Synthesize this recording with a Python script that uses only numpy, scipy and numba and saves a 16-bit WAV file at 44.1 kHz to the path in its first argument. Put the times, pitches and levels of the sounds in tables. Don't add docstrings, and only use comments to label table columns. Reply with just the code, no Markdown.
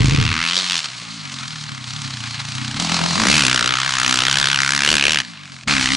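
import sys
import numpy as np
from scipy import signal
from scipy.fft import rfft, irfft, next_fast_len
from scipy.io import wavfile
from scipy.ndimage import uniform_filter1d
from numba import njit

SR = 44100
rng = np.random.default_rng(int(sys.argv[2]) if len(sys.argv) > 2 else 0)


def makeup_ratio(level_db):
    decades = np.asarray(level_db, float) / 20
    return 10 ** decades


def waveform_to_disk(signal):
    frames = np.transpose(np.atleast_2d(signal))
    scaled = np.clip(frames, -1, 1) * 32767
    samples = np.round(scaled).astype(np.int16)
    wavfile.write(sys.argv[1], SR, samples)


N = 262836


def in_time(*tables):
    s, *columns = np.concatenate(tables).T
    return [np.interp(np.arange(N) / SR, s, column) for column in columns]


def at_hz(points, hz):
    points_hz, values = np.array(points).T
    return np.interp(np.log(hz + 1), np.log(points_hz), values)


def even(x):
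    power = uniform_filter1d(uniform_filter1d(x ** 2, size=3000), size=3000)
    return x / np.sqrt(power + 1e-12)


def drift(rate):
    r = np.exp(-2 * np.pi * rate / SR)
    slow = signal.lfilter([1], [1, -2 * r, r * r], rng.standard_normal(N + SR))[SR:]
    return slow / slow.std()


def swell(s, half_s):
    out = np.zeros(N)
    near = np.arange(max(int((s - half_s) * SR), 0), min(int((s + half_s) * SR), N))
    out[near] = .5 + .5 * np.cos(np.pi * np.clip((near / SR - s) / half_s, -1, 1))
    return out


def swells(table):
    return sum(height * swell(s, half_s) for s, height, half_s in table)


def clicks(at, strength):
    out = np.full(N, 1e-18)
    out[np.clip(at, 0, N - 1)] = strength
    return out


def colour(x, spectrum):
    cepstrum = irfft(np.log(makeup_ratio(at_hz(spectrum, np.linspace(0, SR / 2, 2049)))))
    cepstrum[1:2048] *= 2
    cepstrum[2049:] = 0
    return signal.fftconvolve(x, irfft(np.exp(rfft(cepstrum))))[:N]


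def band(x, low_hz, high_hz, order):
    return signal.sosfilt(signal.butter(order, [low_hz, high_hz], "band", fs=SR, output="sos"), x)


@njit
def resonance(x, hz, width, sr):
    out, r = np.zeros(len(x)), np.exp(-np.pi * width / sr)
    for i in range(2, len(x)):
        drive = (1 - r * r) / 2 * (x[i] - x[i - 2])
        out[i] = drive + 2 * r * np.cos(2 * np.pi * hz[i] / sr) * out[i - 1] - r * r * out[i - 2]
    return out


def steady_resonance(x, hz, width):
    return resonance(x, np.full(N, hz), width, SR)


def idling():
    # start in seconds, peak in dB, pipe pitch as a share of its mean.
    beats = [
        (0.004, -7.5, 0.88),
        (0.044, -9.5, 1.08),
        (0.082, -8, 0.98),
        (0.119, -10, 1.07),
        (0.146, -15.5, 1.05),
        (0.183, -11.5, .98),
        (0.216, -14, .85),
        (0.25, -19, 0.9),
        (0.287, -17.5, 0.73),
        (0.319, -21, .8),
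    ]
    # mode in Hz, level in dB, t60 in seconds, how far it follows the pipe pitch (0-1).
    modes = [(52.7, -1.5, 0.15, 0), (99, -9, 0.31, 0.17), (130, 7, 0.17, 0.7), (181, -6, 0.16, 0.95),
             (252.5, -7, 0.12, 0.48), (279.5, -14, 0.17, 0.21), (446, -12.5, 0.14, .3)]
    out, t = np.zeros(N), np.arange(SR // 2) / SR
    luck = rng.standard_normal((len(beats), len(modes)))
    for (s, peak_db, bend), chances in zip(beats, luck):
        start = int(s * SR)
        for (hz, mode_db, t60, follows), chance in zip(modes, chances):
            decay = makeup_ratio(peak_db + mode_db - 5.5 + 1.2 * chance - 60 * t / t60)
            out[start:start + len(t)] += decay * np.sin(2 * np.pi * hz * bend ** follows * t)
    out = out * (1 + 0.22 * drift(71.0))
    fade_out = np.interp(np.arange(N) / SR, [.32, .38], [1, 0])
    return band(out, 47, 466, order=3) * fade_out


def speed():
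    # time in seconds, firings per second.
    ride_speed = [(0, 77.69), (0.36, 76.01), (0.59, 92.68), (0.72, 89.33), (0.91, 63.79), (1.38, 43.39),
                  (1.74, 33.29), (2.39, 27.69), (2.73, 31.41), (2.82, 41.72), (3.16, 42.7), (3.35, 78.41),
                  (3.47, 63.79), (4.23, 63.4), (4.31, 66.66), (5.15, 70.57), (5.38, 50.02), (5.66, 40.82)]
    climb_speed = [(5.67, 75.7), (5.74, 69.99), (5.82, 64.52), (5.9, 64.4), (5.96, 68.48)]
    # moment in seconds, extra firings per second, half length
    # in seconds.
    speed_wiggles = [(0.34, 3.81, 0.14), (1.02, -1.5, .08), (1.17, 2.9, .08), (1.29, -2, .05), (1.42, 2.2, .06),
                     (1.49, -2.5, .05), (1.84, -2.3, .07), (1.95, 3.5, .07), (2.05, -2, .05), (1.68, 4.18, 0.05),
                     (2.04, 5.26, 0.14), (2.56, 3.42, 0.07), (3.62, -5.13, 0.07), (3.88, 2.94, 0.14),
                     (4.4, 2.87, 0.14), (4.76, 2.99, 0.05), (4.9, -3.08, 0.05), (4.9, 5.83, 0.1),
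                     (4.92, 6.72, 0.05), (5.12, 9.29, 0.07)]
    return in_time(ride_speed, climb_speed)[0] + swells(speed_wiggles)


def firings():
    turns = .575 + np.cumsum(speed()) / SR
    change = round(5.67 * SR)
    turns[change:] += np.ceil(turns[change]) + .09 - turns[change]
    return np.flatnonzero(np.diff(np.floor(turns)) > 0)


def controls():
    # time in seconds, tailpipe in dB, load (0-1), muffler in dB, chamber in Hz.
    ride = [(0, -24, 0.67, -31, 159), (.39, -21.5, 0.88, -37.5, 152), (.6, -17.5, 0.77, -39.5, 188),
            (.72, -19, 0.92, -41, 170), (.9, -23, 0.5, -44, 152), (1.2, -24.5, 0.23, -39.5, 156),
            (1.33, -22.5, 0.75, -38, 142), (1.42, -22, 0.74, -37.5, 138), (1.53, -22.5, 0.63, -36.5, 150),
            (1.7, -23.5, 0.7, -34.5, 141), (1.82, -26, 0.56, -37, 130), (1.88, -21.5, 0.54, -34.5, 124),
            (1.97, -21.5, 0.75, -32.5, 143), (2.08, -21, 0.6, -31.5, 129), (2.22, -21.5, 0.9, -33.5, 121),
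            (2.42, -21.5, 0.57, -33, 129), (2.62, -19, 0.8, -29, 125), (2.75, -19, 0.87, -31, 132),
            (2.82, -27, 0.27, -29, 170), (2.95, -25, 0.56, -26.5, 173), (3.14, -22, 0.4, -26.5, 169),
            (3.205, -19, 0.74, -24, 238), (3.27, -16, 0.88, -23, 189), (3.34, -13, 0.86, -26.5, 142),
            (3.6, -18, 0.89, -34, 135), (3.9, -21.5, 0.76, -37, 135), (4.1, -17.5, 0.84, -37, 138),
            (4.35, -16.5, 0.87, -33.5, 131), (4.8, -19, 0.93, -37, 154), (4.88, -12.5, 0.93, -36, 150.5),
            (5.02, -17, 0.97, -38.5, 142)]
    climb = [(5.2, -17.5, 0.97, -38, 145), (5.3, -23.5, 0.34, -39, 175), (5.66, -25, 1, -38, 130),
             (5.676, -15.5, 0.49, -24.5, 151), (5.75, -18, 0.68, -35, 141), (5.96, -19, 0.77, -36.5, 116)]
    # start and end in seconds, tailpipe
    # drop in dB, muffler drop in dB.
    closings = [
        (0.603, 0.69, 5.5, 0.5),
        (0.789, 0.841, 8.5, 9),
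        (0.854, 2.791, 10.5, 1.5),
        (5.206, 5.672, 16, 6.5),
        (5.636, 5.673, 16.5, 3),
    ]
    # moment in seconds, gain in dB, half length in seconds.
    blips = [
        (2.048, 1.5, 0.023),
        (2.811, 5.5, 0.05),
        (2.938, 5, 0.11),
        (3.464, 0, 0.036),
        (4.037, 0.5, 0.14),
        (5.059, 4.5, 0.066),
    ]
    pipe_db, load, thump_db, chamber_hz = in_time(ride, climb)
    pipe_db = pipe_db + swells(blips)
    shut = np.zeros(N)
    slide_s, snap_open_s = 0.019, 0.0034
    for start, end, pipe_drop_db, thump_drop_db in closings:
        corners = [start, start + slide_s, end, end + snap_open_s]
        slide = np.interp(np.arange(N) / SR, corners, [0, 1, 1, 0])
        pipe_db = pipe_db - pipe_drop_db * slide
        thump_db = thump_db - thump_drop_db * slide
        shut = np.maximum(shut, slide)
    load_left = 0.55
    return pipe_db, load * (1 - (1 - load_left) * shut), thump_db, chamber_hz, shut


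def blast(fired, front, luck):
    # time in seconds, hiss lag in ms, front in dB, share of sharp edge (0-1), share of long tail (0-1).
    jet = [(.1, 0.76, -10, 0.8, 0.1), (.45, 1.3, -5, 0, 0), (.8, 0.6, 1, 0.5, 0), (1.5, 1.34, 0, 0.7, 0.6),
           (2.8, 0.79, 2, 0, 0.9), (3.2, 1.15, -6, 0.05, 1), (3.45, 0.57, -7, 0, 0.3),
           (3.9, 1.12, 5, 0.26, 0.22), (4.4, 0.75, -22, 0.3, 0), (4.8, 0.49, -12, 0.4, 0),
           (4.95, 0.3, 3, 0.4, 0.2), (5.2, 0.29, -26, 1, 0.25), (5.67, 0.52, 1, 0.1, 0.3),
           (5.96, 0.44, 4, 0, 0)]
    jet_ms, front_db, sharp, tail = in_time(jet)
    sharp, tail = np.clip(sharp, 0, 1), np.clip(tail, 0, 1)
    echo_lag_s = .00103 + .00013 * drift(2.0)[fired] + .00002 * luck[:, 1]
    echo = clicks(fired + (SR * echo_lag_s).astype(int), -makeup_ratio(-3.0 + 1.0 * luck[:, 2]))
    shock = front + echo
    shock = 1.52 * makeup_ratio(front_db) * (sharp * shock + (1 - sharp) * band(shock, 200, 3450, order=2))
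    jets = clicks(fired + (SR * jet_ms[fired] / 1000).astype(int), front[fired] * makeup_ratio(luck[:, 5]))
    t = np.arange(round(.03 * SR)) / SR
    rise = 1 - np.exp(-t / 0.0001)
    short, long = [signal.fftconvolve(jets, rise * np.exp(-t / tau_s))[:N] for tau_s in (0.0013, 0.0036)]
    puff = (1 - tail) * short + tail * long
    hiss = puff * rng.standard_normal(N)
    return shock + makeup_ratio(-13) * hiss + band(hiss, 1850, 17500, order=2), puff


def crack(fired, front, luck):
    # frequency in Hz, level in dB per Hz.
    crack_spectrum = [(210, -58), (350, 13), (412, -24), (457, -105), (932, -3.5), (1520, -4), (1690, -1),
                      (3190, -7), (5870, -10.5), (9160, -19), (11300, -14.5), (12100, -128), (15800, -33),
                      (22000, -120)]
    # time in seconds, lower in Hz, lower in dB, upper in Hz, upper in dB.
    mouth = [(.1, 1120, 2, 2580, -6), (.3, 1280, 8, 2360, 8), (.4, 1330, 14, 2040, 2),
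             (.5, 1480, -22, 2760, 8), (.58, 1470, -23, 3520, 20), (.68, 1400, -20, 3060, 14),
             (.8, 1350, -19, 2760, 16), (1.5, 1350, 20.5, 3180, 14), (2.2, 1060, 18.5, 2860, 9),
             (2.8, 960, 16, 3140, 8), (2.95, 1050, 22, 2550, 6), (3.1, 1120, 17, 2700, 2),
             (3.19, 1050, 34, 2470, 3), (3.25, 1350, 13, 1980, 3), (3.32, 1570, 3, 2380, 12),
             (3.39, 1440, 4, 2500, 4), (3.46, 1540, -4, 2460, -4), (3.55, 1450, 9, 2920, 1),
             (3.7, 1320, 8, 3200, 1), (3.9, 1150, 14, 2930, -2.5), (4.1, 1410, 5, 2760, 1),
             (4.3, 1530, 3, 3020, 0), (4.5, 1520, 9, 3220, 3.5), (4.65, 1500, 17, 2080, -1),
             (4.8, 1530, 8.5, 2340, -4), (4.86, 1740, 2, 2700, 9), (4.93, 1590, -2, 2880, 4),
             (5.0, 1770, -4, 2780, 8), (5.07, 1730, -14, 2500, 6), (5.14, 1690, 0, 2860, 8),
             (5.2, 1840, 6, 2760, 3), (5.67, 1340, 14, 2230, 18), (5.96, 2300, 8, 2760, 10)]
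    # time in seconds, share (0-1).
    snap_share = [(0, .25), (.38, .42), (.85, .35), (1.0, .08), (3.2, .08), (3.5, .08), (4.8, .08),
                  (4.9, .13), (5.2, .14), (5.67, .15), (5.96, .15)]
    # time in seconds, share (0-1).
    tone_share = [(0, .08), (.35, .2), (.6, .12), (.85, .08), (1.0, .04), (2.75, .06), (2.95, .22),
                  (3.2, .35), (3.45, .35), (3.7, .2), (4.2, .18), (4.8, .22), (4.9, .35), (5.2, .35),
                  (5.3, .1), (5.66, .1), (5.7, .25), (5.96, .2)]
    low_hz, low_db, high_hz, high_db = in_time(mouth)
    burst, puff = blast(fired, front, luck)
    burst = colour(burst, crack_spectrum)
    low_ring = makeup_ratio(low_db) * resonance(burst, low_hz, 420., SR)
    high_ring = makeup_ratio(high_db) * resonance(burst, high_hz, 1100., SR)
    burst = burst + low_ring + high_ring
    snap, = in_time(snap_share)
    bare = band(front, 1050, 4800, order=3)
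    burst = np.sqrt(1 - snap) * even(burst) + np.sqrt(snap) * even(bare)
    tone, = in_time(tone_share)
    rung = np.zeros(N)
    for hz, db, width in ((low_hz, low_db, 330.), (high_hz, high_db, 650.)):
        rung += makeup_ratio(.5 * db) * resonance(resonance(front, hz, width, SR), hz, 2 * width, SR)
    return np.sqrt(1 - tone) * burst + np.sqrt(tone) * even(rung), puff


def clatter():
    # frequency in Hz, level in dB per Hz.
    clatter_spectrum = [(210, -109), (350, 11.5), (974, 0.5), (1080, 3.5), (1250, 3.5), (1870, 0),
                        (2110, 5.5), (4230, -2.5), (10200, -16.5), (10900, -23), (12100, -118),
                        (15800, -116), (22000, -120)]
    noise = colour(rng.standard_normal(N), clatter_spectrum) * makeup_ratio(1.05 * drift(60.0))
    rattle = steady_resonance(noise, 4200., 700.) * makeup_ratio(-1 + 4.0 * drift(18.))
    return noise + rattle


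def tailpipe(fired, luck):
    # time in seconds, treble in dB.
    facing = [(.1, -4), (.36, -5.5), (.57, 1), (.75, 2), (1.2, -0.5), (2.25, -0.5), (2.75, -1.5),
              (3.2, 0.5), (3.4, 1), (3.6, -1.5), (3.8, -3.5), (3.95, -0.5), (4.15, -1.5), (4.3, -3),
              (4.45, -2.5), (4.6, 1), (4.82, 0.5), (5.0, -3), (5.18, -1.5), (5.35, -5), (5.7, -0.5),
              (5.85, 1), (5.96, 0.5)]
    # time in seconds, body in dB.
    flank = [(0, -10), (.3, -18), (.5, -28), (.65, -22), (.8, -21), (1.0, -13), (2.7, 2.5), (3.0, -1),
             (3.3, -4), (3.6, -4.5), (4.0, 2), (4.5, 1), (4.85, 1), (5.15, 1), (5.5, -15), (5.7, -3),
             (5.96, -5)]
    # moment in seconds, clatter gain in dB, half length in seconds.
    slaps = [
        (1.323, 3, 0.019),
        (1.402, 3, 0.045),
        (1.438, 3, 0.013),
        (2.265, 4.5, 0.059),
        (2.348, 5.5, 0.038),
        (2.401, 9, 0.018),
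        (2.77, 6.5, 0.024),
    ]
    level_db, share, thump_db, _, shut = controls()
    treble_db = -4.5 - 1.5 * share + in_time(facing)[0] + 1.51 * drift(10.5)
    slap_db = swells(slaps)
    body_db = -6.5 + np.minimum(thump_db - level_db, 0) - 14.5 * shut + in_time(flank)[0]
    uneven_db = .4 + 4.0 * (1 - np.clip(share[fired], 0, 1))
    front = clicks(fired, makeup_ratio(uneven_db * luck[:, 0]))
    burst, puff = crack(fired, front, luck)
    share = np.clip(share, .01, .99)
    mix = np.sqrt(share) * even(burst) + np.sqrt(1 - share) * makeup_ratio(slap_db) * even(clatter())
    top = signal.sosfilt(signal.butter(2, 4500, "high", fs=SR, output="sos"), mix)
    mix = mix + (makeup_ratio(treble_db + 12.5) - 1) * top
    breath = (.15 * puff + .04) * rng.standard_normal(N)
    body = band(14.0 * share * front + breath, 640, 1050, order=3)
    direct = even(band(mix, 890, 8870, order=4))
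    return makeup_ratio(level_db + 0.44 * slap_db) * (direct + makeup_ratio(body_db) * even(body))


def muffler(fired, luck):
    # time in seconds, level left
    # in the dip in dB, upper chamber in dB.
    ground = [(.2, -16, -11), (.36, -19, 4.5), (.5, -9.5, -4), (.62, -5, -11), (.75, -13, 2.5),
              (.9, -9, -5), (1.2, -23, -5.5), (1.45, -21, -6), (1.7, -29, -11), (1.95, -37, -6),
              (2.2, -32, -5), (2.42, -47, -13.5), (2.65, -33, -8), (2.8, -10.5, -4.5), (2.95, -14, -5.5),
              (3.1, -12.5, -7.5), (3.22, -9.5, -1.5), (3.62, -6.5, 1.5), (3.75, -10, -6.5),
              (3.9, -10, -6.5), (4.1, -11, 5), (4.35, -7, -10), (4.8, -9, -1), (4.86, 1, 0), (4.93, 7, 4),
              (4.98, -6, 1), (5.03, 3, 2), (5.06, 5, 2), (5.1, 3.5, 3), (5.17, -6, 3.5), (5.3, -16, -6),
              (5.66, -16, -4.5), (5.7, -7.5, 7.5), (5.79, -11, 12.5), (5.88, -18, 9), (5.96, -11, 9.5)]
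    _, load, level_db, chamber_hz, shut = controls()
    chamber_hz = chamber_hz * (1 + 0.059 * (1 - .7 * shut) * drift(10.5))
    dip_db, upper_db = in_time(ground)
    dip_db = dip_db + 3 * drift(7.8)
    upper_db = upper_db + 2.6 * drift(4.7)
    rate = speed()
    rough = np.maximum(shut[fired], np.clip((55 - rate[fired]) / 10, 0, 1))
    lead_s = .0085 + .0055 * np.clip((rate[fired] - 45) / 25, 0, 1)
    jitter_s = (.0001 + .00016 * rough) * luck[:, 4]
    push = clicks(fired + (SR * (jitter_s - lead_s)).astype(int), makeup_ratio((.8 + .8 * rough) * luck[:, 3]))
    push = push + .005 * rng.standard_normal(N)
    braking_db = 5.5 + 0.2 * (29.0 - np.abs(rate - 60.0))
    low_db = -17.5 + 7.1 * load + 0.37 * (level_db + 24.0) + shut * braking_db
    low_hz = (1 - shut) * 0.45 * chamber_hz + shut * 103
    low = makeup_ratio(low_db) * resonance(push, low_hz, 26.0, SR)
    main = resonance(resonance(push, chamber_hz, 22.0, SR), chamber_hz, 52.0, SR)
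    upper = band(push, 205.5, 325, order=4)
    dip = band(push * (1 + .4 * drift(410.0)), 269, 690, order=4)
    coast_ring = steady_resonance(upper, 214., 24.0) - steady_resonance(upper, 286., 31.0)
    upper = upper + shut * makeup_ratio(9.5) * coast_ring
    rung = even(band(main - low, 53.0, 540, order=3)) + makeup_ratio(upper_db) * even(upper)
    rung = signal.sosfilt(signal.cheby2(10, 60, 400, fs=SR, output="sos"), rung)
    return makeup_ratio(level_db) * (rung + makeup_ratio(dip_db) * even(dip))


def wind():
    # moment in seconds, peak in dB, half length in seconds.
    gust_table = [(0.195, -30, 0.43), (0.748, -57, 0.09), (1.53, -61, .15), (2.12, -52, 0.14),
                  (2.756, -45, 0.13), (3.223, -42, 0.092), (3.55, -57, 0.48), (4.32, -47, 0.39),
                  (4.927, -34, 0.11), (5.075, -43, 0.17), (5.8, -45, 0.4)]
    breeze = makeup_ratio(-58 - 21 * controls()[-1])
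    gusts = breeze + sum(makeup_ratio(db) * swell(s, half_s) ** 2 for s, db, half_s in gust_table)
    rumble = even(band(rng.standard_normal(N), 22, 123, order=2))
    return gusts * makeup_ratio(2.5 * drift(8.0)) * rumble


def ports(x):
    # frequency in Hz, side over mid in dB.
    side_level = [(60, -8), (110, -10), (190, -4.5), (350, 5), (620, 6), (1120, -3), (2020, -6),
                  (3620, -15.5), (6510, -19.5), (11700, -14)]
    # frequency in Hz, angle by which side leads mid in radians.
    side_angle = [(100, -1.8), (250, -1.5), (500, -0.91), (1000, -0.99), (2000, -1.05), (5000, -2)]
    size = next_fast_len(N + 4096)
    hz = np.linspace(0, SR / 2, size // 2 + 1)
    turn = makeup_ratio(at_hz(side_level, hz)) * np.exp(1j * at_hz(side_angle, hz))
    side = irfft(rfft(x, size) * turn, size)[:N] * (0.7 + 0.4 * drift(16.0))
    side = side + 0.5 * drift(48.0) * band(side, 370, 620, order=2)
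    return np.array([x + side, x - side])


def thinned(x):
    # moment in seconds, depth in dB, half length in seconds.
    holes = [(.06, 8, .03), (.28, 8, .04), (.64, 9, .06), (.93, 12, .11), (1.12, 8, .05), (1.27, 14, .05),
             (1.42, 22, .11), (1.61, 18, .04), (1.79, 16, .06), (1.92, 30, .045), (2.01, 14, .05),
             (2.075, 26, .025), (2.19, 18, .05), (2.28, 28, .06), (2.49, 28, .04), (2.56, 14, .04),
             (2.64, 32, .07), (2.72, 10, .03), (2.87, 13, .07), (3.06, 9, .05), (3.14, 14, .04),
             (3.58, 16, .04), (3.76, 16, .04), (3.82, 12, .03), (3.91, 16, .05), (3.99, 16, .03),
             (4.1, 12, .04), (4.33, 24, .04), (4.41, 7, .03), (4.55, 6, .08), (4.66, 10, .03),
             (4.79, 18, .03), (5.22, 8, .04), (5.33, 10, .05), (5.47, 14, .07), (5.56, 12, .02),
             (5.62, 16, .04), (5.76, 8, .025), (5.81, 8, .02), (5.89, 12, .03), (5.95, 12, .02)]
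    # start in seconds, length in seconds.
    open_tops = [(.19, .07), (.4, .07), (.54, .07), (.675, .07), (.765, .045), (2.8, .13), (3.196, .23),
                 (3.447, .054), (3.541, .058), (3.639, .07), (3.76, .038), (3.846, .05), (3.972, .33),
                 (4.321, .47), (4.826, .45), (5.672, .03), (5.79, .08), (5.92, .03)]
    t = np.arange(N) / SR
    left = makeup_ratio(-swells(holes))
    middle = signal.sosfiltfilt(signal.butter(5, [370, 590], "band", fs=SR, output="sos"), x)
    top = x - signal.sosfiltfilt(signal.cheby2(16, 40, 10900, fs=SR, output="sos"), x)
    kept = np.zeros(N)
    for s, length in open_tops:
        end = s + length
        kept += np.interp(t, [s - .01, s + .01, end - .01, end + .01], [0, 1, 1, 0])
    kept = np.clip(kept * (1.35 + 0.73 * drift(20.0)), 0, 1)
    return x - (1 - left) * middle - (1 - kept) * top


def scene():
    fired = firings()
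    luck = rng.standard_normal((400, 6))[:len(fired)]
    return ports(idling() + tailpipe(fired, luck) + muffler(fired, luck) + wind())


def band_limit(x):
    return signal.sosfilt(signal.butter(12, 12290, fs=SR, output="sos"), x)


def record(dry):
    loud = .72 * np.tanh(dry / .63)
    mix = signal.sosfilt(signal.cheby2(10, 40, 12200, fs=SR, output="sos"), thinned(loud))
    return band_limit(mix)


dry = scene()
out = record(dry)
waveform_to_disk(out)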